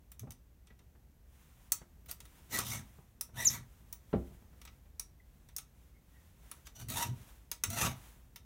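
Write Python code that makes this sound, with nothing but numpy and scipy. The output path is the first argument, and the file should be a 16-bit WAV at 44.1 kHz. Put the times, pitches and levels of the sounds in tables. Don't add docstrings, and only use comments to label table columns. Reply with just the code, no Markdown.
import sys
import numpy as np
from scipy import signal
from scipy.fft import rfft, irfft, next_fast_len
from scipy.io import wavfile
from scipy.ndimage import uniform_filter1d, map_coordinates

SR = 44100
rng = np.random.default_rng(int(sys.argv[2]) if len(sys.argv) > 2 else 0)


def waveform_to_disk(signal):
    frames = np.transpose(np.atleast_2d(signal))
    scaled = np.clip(frames, -1, 1) * 32767
    samples = np.round(scaled).astype(np.int16)
    wavfile.write(sys.argv[1], SR, samples)


N = 372644
TIME = np.arange(N) / SR

# frequency in Hz, relative density in dB per Hz.
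AMBIENT_SPECTRUM = [(12, -51), (20, -17), (36, -3.5), (60, 1.5), (93, -11.5), (130, -12.5), (228, -19.5),
                    (262, -22), (337, -26.5), (825, -34), (1300, -39), (1960, -39), (2320, -41.5),
                    (4900, -46), (6200, -43.5), (10000, -46.5), (13000, -41.5), (16000, -44)]
AMBIENT_DB = -58

# start in seconds, level in dB, knock of the bar in dB relative to that level,
# treble sparkle in dB relative to that level before a common cut of 10.5 dB.
CLICKS = [(0.117, -37.5, -23, -11), (0.194, -31.5, -28, -14), (0.306, -32, -27.5, -17),
          (0.319, -37, -26, -16), (0.67, -45.5, -16.5, -22), (0.79, -49.5, -17, -20),
          (1.72, -10.5, -32.5, -13.5), (2.059, -46.5, -16.5, -5), (2.112, -25.5, -27, -13),
          (2.203, -34, -21.5, -16), (2.253, -42, -18.5, -15), (2.588, -17, -26, -20), (3.21, -21, -29, -11),
          (3.927, -30.5, -26, -6.5), (4.615, -36, -20, -23), (4.651, -37, -18, -16.5),
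          (4.674, -46, -6, -28), (4.996, -21.5, -30, -19.5), (5.487, -43, -17.5, -16),
          (5.564, -20.5, -36, -21), (5.583, -24.5, -25, -17.5), (6.514, -31, -19.5, -13),
          (6.669, -33.5, -19.5, -21), (6.885, -33, -22, -13), (6.901, -26.5, -25, -15),
          (7.515, -19.5, -25, -16.5), (7.637, -13, -22.5, -18.5), (7.702, -23.5, -27.5, -14),
          (8.359, -32.5, -19, -15)]
# frequency in Hz, relative density in dB per Hz.
CLACK_SPECTRUM = [(700, -31), (2500, -21), (4200, -10), (5800, 4), (7500, -1), (8500, 1), (9500, 7),
                  (10500, -2.5), (13000, -0.5), (16000, 3)]
# frequency in Hz, relative density in dB per Hz.
KNOCK_SPECTRUM = [(100, -16), (400, -10), (800, -10), (1250, -9.5), (2300, -6), (3500, -7), (6000, -15.5),
                  (12000, -48.5)]
# frequency in Hz, relative level in dB, t60 in seconds.
FILE_MODES = [(4405, -10, 0.051), (5570, -4, 0.065), (6330, 0.5, 0.045), (7490, -8.5, 0.029),
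              (7700, -9, .15), (9450, 1, 0.048), (11070, -6, 0.049), (12400, -10, 0.047),
              (14600, -13.5, .1), (15200, -6, .05)]
# frequency in Hz, relative level in dB, t60 in seconds.
LINK_MODES = [(1182.5, -4.5, .1), (1307, -0.5, .15), (1415, -4.5, 0.089)]
# centre in Hz, width in Hz, gain in dB over the direct sound.
BAR_RESONANCES = [(952, 27, 5), (1144, 27, 4), (1286, 45, 3.5), (1963, 90, 0.5), (2222, 130, -3.5),
                  (2718, 150, -11), (3730, 410, -2.5), (5887, 260, 5.5), (6420, 260, -0.5),
                  (9310, 250, 2.5)]

# frequency in Hz, t60 in seconds.
SHED_DECAY = [(150, 0.35), (1500, 0.26), (7000, .18), (15000, 0.12)]

# start in seconds, level in dB, softness corner in Hz.
BUMPS = [(.232, -46, 600), (0.271, -48, 900), (.703, -55, 1980), (.8, -60.5, 1190), (0.951, -61, 1600),
         (1.814, -49.5, 1530), (2.545, -46, 450), (2.587, -42, 450), (2.984, -51.5, 900), (3.29, -56, 903),
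         (4.129, -32, 1255), (4.137, -20, 430), (4.158, -29.5, 258), (4.308, -55.5, 900), (4.42, -59, 1200),
         (4.53, -60, 1400), (4.855, -65, 2400)]
# frequency in Hz, relative level in dB, t60 in seconds.
BENCH_MODES = [(64.5, -4.5, .25), (105, -4, 0.2), (143.2, 4.5, 0.13), (190, -2.5, 0.2), (231, -7.5, .22),
               (351, -12.5, 0.22), (441.4, -8, 0.091), (627, -15.5, 0.127), (798.6, -16, 0.113)]
# time of full strength in seconds, hold in seconds, level in dB.
ROCKING = [(.245, .005, -46.5), (2.54, 0.21, -50), (2.72, 0.081, -45), (3.375, 0.029, -48),
           (3.485, 0.028, -44), (3.575, .02, -50), (6.81, .04, -51), (6.908, 0.077, -42.5),
           (7.085, .035, -39), (7.685, 0.1, -42.5), (7.853, .012, -32)]
# frequency in Hz, relative density in dB per Hz.
RUMBLE_SPECTRUM = [(20, -40.5), (45, -4.5), (70, -11), (108, 4.5), (150, -8.5), (190, -10.5), (235, -9.5),
                   (300, -21.5), (450, -28.5), (1000, -66)]
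ROCK_RISE_S, ROCK_RELEASE_S = .089, .29

# centre in seconds, pitch in Hz, length in seconds, level in dB.
SQUEAKS = [(0.707, 1950, 0.01, -59.5), (5.204, 1956, 0.0068, -59.5), (5.967, 2170, 0.041, -72),
           (6.169, 1910, 0.08, -71)]

# time of full strength in seconds, hold in seconds, level in dB.
SLEEVE_MOVES = [(1.42, 0.26, -68.5), (2.33, .06, -65.5), (2.49, .02, -68), (2.89, 0.077, -67),
                (3.72, .2, -71.5), (4.15, 0.19, -68.5), (4.6, 0.11, -73), (5.36, .1, -76),
                (5.82, 0.047, -72.5), (6.18, 0.096, -70.5), (6.5, 0.074, -65.5), (7.24, .06, -61.5),
                (8.01, 0.087, -60.5)]
# frequency in Hz, relative density in dB per Hz.
CLOTH_SPECTRUM = [(180, -34.5), (300, -4.5), (418, -9.5), (1040, -4.5), (1140, -6), (3580, -10.5),
                  (4590, -16.5), (6000, -12), (13100, -13), (16000, -11)]
SLEEVE_RISE_S, SLEEVE_RELEASE_S = .35, .75

# time of full strength in seconds, hold in seconds, level in dB.
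TOUCHES = [(2.099, .007, -48.5), (6.67, .002, -58), (6.765, 0.0066, -57), (6.802, 0.019, -51)]
TOUCH_RISE_S, TOUCH_RELEASE_S = .033, .12
# time of full strength in seconds,
# rise in seconds, hold in seconds, hiss level in dB, rasp level in dB, top rate in teeth per second (Hz).
BITES = [(2.547, .07, .028, -37, -41, 1943), (2.594, 0.053, .011, -42.5, -42, 1168),
         (2.672, .08, .048, -39.5, -53, 3700), (2.746, 0.11, .018, -43.5, -47.5, 2200),
         (3.416, .11, .008, -42.5, -43.5, 1961), (3.448, .02, 0.0022, -37, -49, 7280),
         (3.505, .036, .032, -39.5, -50, 3676), (3.554, 0.054, .005, -50, -49.5, 2199),
         (6.9, .025, .022, -46, -53.5, 651.6), (7.01, .17, .016, -36, -41, 934),
         (7.743, .12, .02, -48.5, -57, 700.2), (7.812, .11, .018, -36, -36.5, 929.3),
         (7.845, 0.049, .022, -36.5, -37.5, 1310)]
# frequency in Hz, density in dB per Hz.
RASP_SPECTRUM = [(100, -37), (250, -5), (450, -10.5), (700, -2.5), (1000, -8), (1500, -7), (2500, -9),
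                 (3700, -10), (4800, -12.5), (6200, -9.5), (8000, -9.5), (10500, -12.5), (13000, -8),
                 (15500, -14.5)]
HISS_RELEASE_S, RASP_RELEASE_S = .16, .18
CATCH_SHARE, SLOW_DOWN_S = .4, .063
GRIP_HZ, SKIM_HZ = 440, 1499

SQUEAL_S, SQUEAL_RISE_S, SQUEAL_HOLD_S, SQUEAL_RELEASE_S = 3.459, .019, .034, .03
SQUEAL_DB, LOCK_HZ = -28, 5080
CUTTER_HZ, CUTTER_WIDTH_HZ, CUTTER_DB = 6350, 200, 7

BASS_CORNER_HZ, TOP_HZ = 22, 15850


def amp(db):
    return 10 ** (np.asarray(db) / 20)


def unit(x):
    return x / np.sqrt(np.mean(x ** 2) + 1e-20)


def along(points, hz):
    f, v = np.transpose(points)
    return np.interp(np.log(hz + 1), np.log(f + 1), v)


def wobble(rate):
    knots = rng.standard_normal(int(N * rate / SR) + 4)
    return map_coordinates(knots, [TIME * rate])


def filtered(x, response):
    size = next_fast_len(len(x) + 8192)
    spectrum = rfft(x, size) * response(np.fft.rfftfreq(size, 1 / SR))
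    return irfft(spectrum, size)[:len(x)]


def noise(spectrum, size=N):
    white = rng.standard_normal(size)
    return unit(filtered(white, lambda hz: amp(along(spectrum, hz))))


def fade(t, t60):
    return np.exp(-np.log(1000) * t / t60)


def ring(modes, t, scatter_db, blur=0):
    steps = rng.standard_normal((len(modes), len(t)))
    drift = blur * np.cumsum(steps, axis=1) / np.sqrt(SR)
    strengths = amp(scatter_db * rng.standard_normal(len(modes)))
    gains = strengths * rng.choice([-1, 1], len(modes))
    sound = np.zeros(len(t))
    for (hz, db, t60), gain, slip in zip(modes, gains, drift):
        sound += gain * amp(db) * fade(t, t60) * np.sin(2 * np.pi * hz * t + slip)
    return sound


def add(track, s, sound):
    part = track[round(s * SR):][:len(sound)]
    part += sound[:len(part)]


def envelope(s, rise, hold, release):
    gain = np.zeros(N)
    span = slice(*np.searchsorted(TIME, [s - rise, s + hold + release]))
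    t = TIME[span] - s
    distance = np.where(t < 0, (t / rise) ** 2, np.maximum(t - hold, 0) / release)
    gain[span] = fade(distance, .92)
    return gain


def swells(rows, rise, release):
    power = sum((amp(db) * envelope(s, rise, hold, release)) ** 2 for s, hold, db in rows)
    return np.sqrt(power)


def patchy(x, depth_db):
    z = signal.stft(x, nperseg=512)[2]
    field = uniform_filter1d(rng.standard_normal(z.shape), 5, 0)
    field = uniform_filter1d(field, 11, 1)
    return signal.istft(z * amp(depth_db * unit(field)), nperseg=512)[1][:len(x)]


def bar(hz):
    response = 1
    for centre, width, db in BAR_RESONANCES:
        damping = 1j * hz * width
        response = response + amp(db) * damping / (centre ** 2 - hz ** 2 + damping)
    return response


def ambience():
    return amp(AMBIENT_DB) * noise(AMBIENT_SPECTRUM) * amp(.94 * wobble(1.997))


def clicks():
    track, t = np.zeros(N), np.arange(SR // 5) / SR
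    for s, db, knock_db, sparkle_db in CLICKS:
        burst = unit(patchy(noise(CLACK_SPECTRUM, size=len(t)), depth_db=3.5))
        clack = burst * (amp(-8.5) * fade(t, .0097) + amp(-10) * fade(t, .025) + amp(-30.5) * fade(t, .16))
        steel = clack + amp(-14 + .5 * db) * ring(FILE_MODES, t, scatter_db=2.5, blur=19)
        body = filtered(steel, lambda hz: 1 / (1 + (hz / 10600) ** 10))
        sparkle = amp(sparkle_db - 10.5) * unit(steel - body)
        shove = noise(KNOCK_SPECTRUM, size=len(t)) * (fade(t, .048) + amp(-17) * fade(t, .21))
        link = amp(-5 + .3 * db) * ring(LINK_MODES, t, scatter_db=2.5, blur=14)
        knock = amp(knock_db) * (filtered(shove, bar) + link)
        attack = 1 - fade(t, .0012 * amp(-.5 * db))
        add(track, s, amp(db) * (body + sparkle + knock) * attack)
    return track


def shed(x):
    _, t, z = signal.stft(rng.standard_normal(SR // 2), SR, nperseg=256)
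    hz = np.fft.rfftfreq(256, 1 / SR)
    decay = fade(t, along(SHED_DECAY, hz)[:, None])
    tail = signal.istft(z * decay, SR, nperseg=256)[1]
    answer = np.pad(tail / np.linalg.norm(tail), (SR // 200, 0))
    return signal.fftconvolve(x, answer)[:N]


def bench():
    track, t = np.zeros(N), np.arange(SR // 3) / SR
    for s, db, corner_hz in BUMPS:
        spectrum = [(40, -25), (110, 0), (corner_hz, -4), (3 * corner_hz, -26), (16000, -80)]  # Hz, dB per Hz
        thud = noise(spectrum, size=len(t)) * fade(t, .1)
        boom = amp(-6) * ring(BENCH_MODES, t, scatter_db=2) + amp(-5.5) * thud
        attack = 1 - fade(t, .0073)
        add(track, s, amp(db) * boom * attack)
    rumble = swells(ROCKING, ROCK_RISE_S, ROCK_RELEASE_S) * noise(RUMBLE_SPECTRUM)
    return track + rumble


def squeaks():
    waver = np.cumsum(1 + .028 * wobble(500)) / SR
    track = np.zeros(N)
    for s, hz, length, db in SQUEAKS:
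        swell = np.exp(-(2 * (TIME - s) / length) ** 2)
        track += amp(db) * swell * np.sin(2 * np.pi * hz * waver)
    return track


def sleeve():
    moves = swells(SLEEVE_MOVES, SLEEVE_RISE_S, SLEEVE_RELEASE_S)
    return moves * noise(CLOTH_SPECTRUM) * amp(wobble(35))


def tooth_rate():
    rate = np.zeros(N)
    for s, rise, hold, _, _, top_hz in BITES:
        away = np.maximum((s - TIME) / rise, (TIME - s - hold) / SLOW_DOWN_S)
        bite_rate = top_hz / (1 + np.maximum(away, 0) ** 2)
        rate = np.where(TIME < s - CATCH_SHARE * rise, rate, bite_rate)
    return np.where(rate > GRIP_HZ, rate, SKIM_HZ)


def tooth_phase(jitter):
    rate = tooth_rate()
    tremble = np.exp(jitter * (wobble(900) + .5 * wobble(90)))
    return np.cumsum(rate * tremble) / SR, rate


def scrape(jitter, tooth_db, grit_db, chatter_db):
    phase, rate = tooth_phase(jitter)
    bite = amp(2 * rng.standard_normal(N) + 2.8 * wobble(70)) / (1 + (rate / 2600) ** 4)
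    snaps = np.diff(np.floor(phase), prepend=0) * bite / np.sqrt(rate / SR)
    grit = unit(rng.standard_normal(N) * amp(grit_db * wobble(2500)))
    return (amp(tooth_db) * snaps + grit) * amp(chatter_db * wobble(220))


def filing():
    contact = patchy(scrape(jitter=.055, tooth_db=1, grit_db=2.5, chatter_db=1.5), depth_db=3)
    steel = filtered(contact, lambda hz: amp(along(RASP_SPECTRUM, hz)) * bar(hz))
    low = filtered(steel, lambda hz: 1 / (1 + (hz / 3300) ** 4))
    hiss, rasp = unit(steel - low), unit(low)
    hiss_power, rasp_power = np.zeros(N), np.zeros(N)
    for s, rise, hold, hiss_db, rasp_db, _ in BITES:
        hiss_power += (amp(hiss_db) * envelope(s, rise, hold, HISS_RELEASE_S)) ** 2
        rasp_power += (amp(rasp_db) * envelope(s, rise, hold, RASP_RELEASE_S)) ** 2
    touches = swells(TOUCHES, TOUCH_RISE_S, TOUCH_RELEASE_S) * unit(hiss + amp(-6) * rasp)
    return np.sqrt(hiss_power) * hiss + np.sqrt(rasp_power) * rasp + touches


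def squeal():
    phase, rate = tooth_phase(jitter=.014)
    raggedness = .14 * wobble(1300) * np.minimum(5500 / rate, 2) ** 4
    angle = 2 * np.pi * phase + raggedness
    tone = unit(np.sin(angle) + amp(-21) * np.sin(2 * angle))
    flare_db = CUTTER_DB / (1 + ((rate - CUTTER_HZ) / CUTTER_WIDTH_HZ) ** 2)
    lock = envelope(SQUEAL_S, SQUEAL_RISE_S, SQUEAL_HOLD_S, SQUEAL_RELEASE_S)
    lock = lock / (1 + (LOCK_HZ / rate) ** 40)
    return lock * tone * amp(SQUEAL_DB + flare_db + 3 * wobble(420))


def scene():
    work = clicks() + bench() + squeaks() + filing() + squeal()
    return (work + amp(-11) * shed(work) + sleeve() + ambience())[None]


def record(dry):
    thinned = filtered(dry[0], lambda hz: (1j * hz / (1j * hz + BASS_CORNER_HZ)) ** 3)
    return filtered(thinned, lambda hz: 1 / np.sqrt(1 + (hz / TOP_HZ) ** 200))[None]


dry = scene()
out = record(dry)
waveform_to_disk(out)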